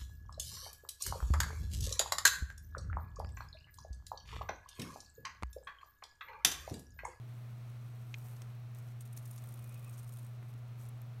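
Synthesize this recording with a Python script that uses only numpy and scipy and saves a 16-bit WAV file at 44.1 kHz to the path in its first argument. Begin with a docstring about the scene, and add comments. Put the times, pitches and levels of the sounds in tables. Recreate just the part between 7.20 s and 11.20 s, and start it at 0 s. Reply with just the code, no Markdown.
"""A glass tank in a quiet, humming room: a gecko snaps up a large winged insect on loose soil.
The bite cracks the shell once, and a thinner snap follows with the lunge. The insect thrashes,
beats its dry wings about twenty times a second under a thin squeak, then falters.
Feet and bodies rustle in the soil, dotted with small ticks of shell and grit.
Behind it all sits a bed of mains hum, fan whine and soft air."""
import sys
import numpy as np
from scipy import signal
from scipy.fft import rfft, irfft
from scipy.io import wavfile
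from scipy.ndimage import uniform_filter1d, map_coordinates

SR = 44100
rng = np.random.default_rng(int(sys.argv[2]) if len(sys.argv) > 2 else 0)


def int16_out(signal):
    """Quantize to a 16-bit WAV file."""
    q = np.round(np.clip(np.atleast_2d(signal).T, -1, 1) * 32767)
    wavfile.write(sys.argv[1], SR, q.astype(np.int16))


N = 176400
T = np.arange(N) / SR

# ring of the cracking shell (frequency [Hz], relative level [dB], t60 [s])
SHELL_MODES = [(2200, -15, 0.0097), (2480, -10, 0.019), (2680, -4, 0.0087), (3150, -6.5, 0.0067),
               (3900, -7.5, 0.0036), (5260, -16, .003), (6100, -14.5, .004), (6500, -17, .004)]
# ring of the piece that breaks in the lunge (frequency [Hz], relative level [dB], t60 [s])
SNAP_MODES = [(2600, -30, 0.0025), (3370, -9, 0.0071), (5840, -5, 0.002), (6460, 0, 0.0027),
              (8350, 0, 0.0029), (11600, -9, .0012), (14300, -3, .0015)]
# ticks of shell and grit (time [s], dry peak level [dB], centre [Hz])
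TICK_CUES = [(.091, -55, 11000), (.501, -50, 8900), (0.941, -49, 910), (0.985, -41, 12100),
             (1.046, -52, 11000), (1.059, -50, 10000), (1.166, -48, 6470), (1.2047, -53, 11300),
             (1.549, -45, 11000), (1.587, -43, 11000), (1.625, -52, 12000), (2.1115, -48, 10500),
             (2.1605, -40, 9500), (2.1795, -42.5, 6000), (2.287, -45, 12500), (2.524, -55, 9500),
             (2.7095, -45, 13500), (2.78, -43, 8950), (2.892, -48, 11000), (2.9235, -42.5, 8500),
             (3.228, -49, 1520), (3.330, -54, 12000), (3.3395, -51.5, 4960), (3.3395, -61, 12000),
             (3.380, -55, 12000), (3.390, -53, 9000), (3.481, -52, 11000), (3.613, -47, 10000),
             (3.6255, -45, 11000), (3.644, -47, 11000), (3.654, -48, 5000), (3.663, -43, 13500),
             (3.6878, -42, 13000), (3.6895, -44, 13000), (3.6912, -42, 12500), (3.817, -39.5, 13500)]

# single wing strokes of the struggle (time [s], level [dB], swell [s])
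WING_STROKES = [(1.8045, -53.5, 0.0053), (1.819, -60, 0.0036), (1.851, -59.5, .006), (1.874, -60, .002),
                (1.926, -56.5, 0.0044), (1.963, -54, 0.0051), (1.971, -49, 0.0038), (1.980, -60, 0.0071),
                (2.023, -67, 0.0053), (2.053, -57, 0.0048), (2.073, -62, 0.0037), (2.109, -52.5, 0.0033),
                (2.127, -59, .006), (2.158, -62, 0.006), (2.176, -63, 0.0058), (2.217, -61, .004),
                (2.255, -62, .003), (2.305, -66, .003), (2.356, -63, .003), (2.726, -66, 0.005),
                (2.736, -63, 0.006), (2.773, -59, 0.002), (2.778, -56, .003), (2.786, -57, 0.0065),
                (2.828, -58.5, 0.0038), (2.843, -58, 0.0019), (2.875, -59, 0.0038), (2.890, -55, 0.0027),
                (2.923, -59.5, 0.0051), (2.935, -60, 0.0042), (2.968, -57.5, 0.0038), (2.983, -57, 0.0061),
                (3.026, -64, 0.0042), (3.043, -62, 0.0045), (3.064, -61, .003)]
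# force of the flutter's downstrokes (time [s], level [dB])
FLUTTER_EFFORT = [(2.24, -55.5), (2.3, -56), (2.44, -57.5), (2.49, -56), (2.59, -57.5), (2.69, -56.5)]
# wings brushing the soil between strokes (time [s], level [dB])
WING_BRUSHING = [(1.98, -82), (2.1, -68.5), (2.35, -81), (2.75, -79), (3.1, -81)]
# dry wing tone, with narrow peaks near 9 and 12 kHz (frequency [Hz], relative level [dB])
WING_EQ = [(1000, -12.5), (3700, -8.5), (4900, -11.5), (6300, -7.5), (7100, -6), (7800, -10), (8600, 4),
           (8950, -6), (9300, 4.5), (9850, -4.5), (10500, -7), (11500, -2), (12000, -5), (12300, 2),
           (12700, -4), (14000, -6), (16000, -6)]
# swell of air stirred by the wings (time [s], level [dB])
DRAUGHT_FADE = [(1.8, -85), (2.3, -70), (2.7, -66), (3.0, -73), (3.4, -82), (3.9, -93)]
# tone of that stirred air (frequency [Hz], relative level [dB])
DRAUGHT_EQ = [(150, 9), (350, -12), (550, 7.5), (850, -8), (1200, 6), (1700, -16), (4000, -14.5),
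              (6000, -25)]
# thin squeak during the flutter (time [s], pitch [Hz], level [dB])
SQUEAK_CONTOUR = [(2.38, 2453, -84), (2.45, 2480, -74), (2.49, 2390, -82), (2.514, 2490, -69),
                  (2.54, 2490, -74), (2.565, 2525, -67), (2.605, 2500, -82), (2.63, 2480, -76),
                  (2.682, 2525, -67), (2.71, 2420, -79), (2.78, 2280, -82)]

# shuffles in the soil (time [s], length [s], start level [dB], end level [dB])
SOIL_SHUFFLES = [(0.078, 0.63, -75.5, -82.5), (0.612, 0.43, -79.5, -67.5), (1.042, 0.022, -66, -58),
                 (1.063, 0.12, -61, -72.5), (1.18, 0.19, -73, -79), (1.547, 0.057, -69, -66),
                 (1.616, .11, -75, -69.5), (1.785, 0.27, -80, -71), (2.054, 1.0, -69, -71),
                 (3.053, 0.113, -75, -76), (3.22, 0.055, -75, -76), (3.28, 0.03, -69, -67),
                 (3.578, 0.02, -74, -61.5), (3.599, 0.079, -66, -73.5)]
# tone of loose soil (frequency [Hz], relative level [dB])
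SOIL_EQ = [(1000, 5), (3500, -7), (5000, -4.5), (6200, 0), (7400, -2.5), (8700, 3), (10400, -3),
           (11600, 3.5), (14500, 0), (16000, -12)]
# soft pats on the soil (time [s], level [dB], centre [Hz])
SOIL_PATS = [(2.345, -72, 402), (3.217, -59, 292), (3.342, -61, 262), (3.785, -71, 650)]
# claws and legs scratching the soil, duller than the wings (time [s], level [dB], swell [s])
CLAW_SCRATCHES = [(1.164, -67, 0.0044), (1.9725, -56.5, 0.0038), (2.054, -64, .005), (2.177, -58, 0.0056),
                  (2.729, -66, 0.011), (2.776, -68, 0.011), (3.592, -72, 0.014)]

# mains hum and a small motor (frequency [Hz], level [dB])
HUM_TONES = [(120, -46), (107.4, -63.5), (113.8, -74), (132.4, -75), (138.6, -71), (141.7, -74),
             (144.8, -70), (240, -80), (752, -84), (1054, -86), (1397, -85)]
# fan whine: its fundamental, then its partials (harmonic [number], level [dB])
FAN_HZ, FAN_PARTIALS = 214.8, [(1, -70), (2, -81.5), (3, -78.5)]
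# tone of the room air (frequency [Hz], relative level [dB])
AIR_EQ = [(22, -29), (31, -4), (70, 3), (130, 4.5), (190, -4), (300, -4), (500, -9), (640, -6), (850, -9.5),
          (1250, -8.5), (1600, -13), (2500, -14), (3000, -18), (4200, -19), (4900, -25), (5600, -22.5),
          (7600, -28), (9200, -26.5), (10400, -30.5), (11600, -26.5), (16000, -28.5)]


def bite(bite_s=.942, snap_s=1.2198):
    """The jaws crack the shell, which rings for milliseconds; a thinner snap comes with the lunge."""
    bandpass = signal.butter(5, (1800, 7000), "band", fs=SR, output="sos")
    crack = signal.sosfilt(bandpass, ring(bite_s, SHELL_MODES))
    return amp(-33) * crack + amp(-44) * ring(snap_s, SNAP_MODES)


def ticks(decay_s=.00025):
    """Sharp little fractures, each with its own brightness: one clean break and a brief rattle."""
    out, size = np.zeros(N), 1024
    age = (np.arange(size) - size // 2) / SR
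    click = age == 0
    for time, db, hz in TICK_CUES:
        rattle = rng.standard_normal(size) * (age > 0) * np.exp(-abs(age) / decay_s)
        burst = band(click + .4 * rattle, hz, octaves=.72)
        first = int(time * SR) - size // 2
        out[first:first + size] += amp(db) * burst / abs(burst).max()
    return out


def wings(flutter_s=2.2368, beat_s=.0507, beats=10, swell_s=.0032):
    """Dry wings scrape in fits, break into an even flutter that stirs the air, then falter."""
    power = sum(stroke(*cue) ** 2 for cue in WING_STROKES)
    for start in flutter_s + beat_s * np.arange(beats):
        db = np.interp(start, *np.array(FLUTTER_EFFORT).T)
        downstroke = stroke(start, db, swell_s)
        weak_return = stroke(start + .65 * beat_s, db - 5, swell_s)
        power += downstroke ** 2 + weak_return ** 2
    envelope = np.sqrt(power + fade(WING_BRUSHING) ** 2)
    texture = colour(crackle(rough_db=3.5, grain_hz=5000), WING_EQ)
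    scrape = envelope * shimmer(flex(texture))
    draught = fade(DRAUGHT_FADE) * colour(rng.standard_normal(N), DRAUGHT_EQ)
    return scrape + draught


def flex(x, bend=.025, rate_hz=60):
    """Flexing wings bend all their resonances up and down a little."""
    playhead = np.arange(N) + np.cumsum(bend * walk(rate_hz))
    return map_coordinates(x, [playhead], order=5, mode="mirror")


def squeak(jitter=.022, rough_db=2):
    """A rough, thin tone that rises as it swells and sags as it fades."""
    times, hz, db = np.array(SQUEAK_CONTOUR).T
    pitch = np.interp(T, times, hz) * (1 + jitter * walk(600))
    tone = np.sin(2 * np.pi * np.cumsum(pitch) / SR) * amp(rough_db * walk(200))
    return fade(list(zip(times, db))) * unit(tone)


def soil(rough_db=4.5, edge_s=.0034, resting_per_s=20, stirred_per_s=110):
    """Crumbs shift as the two animals shuffle, pat and scratch; lone grains settle throughout."""
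    effort = sum(fade([(start, start_db), (start + length, end_db)])
                 for start, length, start_db, end_db in SOIL_SHUFFLES)
    crumbs = shimmer(colour(crackle(rough_db, grain_hz=3000), SOIL_EQ))
    rustle = uniform_filter1d(effort, int(edge_s * SR)) * crumbs
    grains_per_s = resting_per_s + stirred_per_s * effort / effort.max()
    grains = (rng.random(N) < grains_per_s / SR) * rng.random(N) * amp(-45)
    grit = band(grains, hz=15000, octaves=.7)
    pats = sum(stroke(start, db, swell_s=.0083) * unit(band(rng.standard_normal(N), hz, octaves=.33))
               for start, db, hz in SOIL_PATS)
    claw_texture = unit(band(crackle(rough_db, grain_hz=3700), hz=6570, octaves=.32))
    scratches = sum(stroke(*cue) for cue in CLAW_SCRATCHES) * claw_texture
    return rustle + pats + scratches + tank(grit)


def tank(x, delay_s=.00177, decay_s=.0022, wet_db=-6.5):
    """The glass walls add a tight scatter of echoes to the dry sound."""
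    age = T[:1024] - delay_s
    echoes = rng.standard_normal(len(age)) * (age > 0) * np.exp(-abs(age) / decay_s)
    return x + amp(wet_db) * signal.fftconvolve(x, echoes / np.linalg.norm(echoes))[:N]


def room(fan_waver=.00293, fan_flicker_db=2, air_db=-62):
    """The background bed: mains and motor hum, a wavering fan and softly drifting air."""
    hum = sum(amp(db) * np.sin(2 * np.pi * (hz * T + rng.random())) for hz, db in HUM_TONES)
    fan_cycles = np.cumsum(FAN_HZ * (1 + fan_waver * walk(12))) / SR
    fan = sum(amp(db + fan_flicker_db * walk(9)) * np.sin(2 * np.pi * harmonic * fan_cycles)
              for harmonic, db in FAN_PARTIALS)
    air = amp(air_db + .5 * walk(6.8)) * colour(rng.standard_normal(N), AIR_EQ)
    return np.sqrt(2) * (hum + fan) + air  # sqrt(2) makes the tone levels rms


def ring(start, modes):
    """Modes struck together and dying away."""
    age = np.maximum(T - start, 0)
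    return sum(amp(db - 60 * np.minimum(age / t60, 3)) * np.sin(2 * np.pi * hz * age)
               for hz, db, t60 in modes)


def stroke(start, db, swell_s):
    """Envelope of one brief contact: a rounded swell and a slightly slower fade."""
    progress = np.clip((T - start) / swell_s, 0, 50)
    return amp(db) * (progress * np.exp(1 - progress)) ** 2


def crackle(rough_db, grain_hz):
    """Dense tiny contacts of uneven strength."""
    return rng.standard_normal(N) * amp(rough_db * walk(grain_hz))


def shimmer(x, depth_db=1.5, rate_hz=70):
    """A scrape changes colour from contact to contact: six bands rise and fall independently."""
    log_hz = np.log(np.maximum(np.fft.rfftfreq(N, 1 / SR), 1))
    centres = np.log(np.geomspace(4500, 15000, num=6))
    spectrum = rfft(x)
    bands = [irfft(spectrum * np.interp(log_hz, centres, solo), N) for solo in np.eye(len(centres))]
    return unit(sum(part * amp(depth_db * walk(rate_hz)) for part in bands))


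def colour(x, points):
    """EQ through (frequency [Hz], relative level [dB]) points, scaled to rms 1."""
    hz, db = np.array(points).T
    freqs = np.maximum(np.fft.rfftfreq(N, 1 / SR), 1)
    gain = amp(np.interp(np.log(freqs), np.log(hz), db))
    return unit(irfft(rfft(x) * gain, N))


def band(x, hz, octaves):
    """A bell-shaped band-pass around one frequency."""
    freqs = np.maximum(np.fft.rfftfreq(len(x), 1 / SR), 1)
    bell = np.exp(-.5 * (np.log2(freqs / hz) / octaves) ** 2)
    return irfft(rfft(x) * bell, len(x))


def fade(points):
    """A fader ride through (time [s], level [dB]) points, silent outside them."""
    times, db = np.array(points).T
    return amp(np.interp(T, times, db, left=-np.inf, right=-np.inf))


def walk(rate_hz):
    """Smooth random modulation at rms 1."""
    hold = max(int(SR / rate_hz), 2)
    steps = np.repeat(rng.standard_normal(N // hold + 1), hold)[:N]
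    return unit(uniform_filter1d(steps, hold))


def amp(db):
    """Decibels to gain."""
    return 10 ** (np.asarray(db) / 20)


def unit(x):
    """Scale to rms 1."""
    return x / np.sqrt(np.mean(x ** 2))


def scene():
    """The struggle in the tank over the room bed, mixed to mono."""
    return (tank(bite() + ticks()) + wings() + squeak() + soil() + room())[None]


def record(dry, top_hz=16000):
    """A steep low-pass trims the very top of the mix."""
    return signal.sosfilt(signal.ellip(10, .2, 70, top_hz, fs=SR, output="sos"), dry)


dry = scene()
out = record(dry)
int16_out(out)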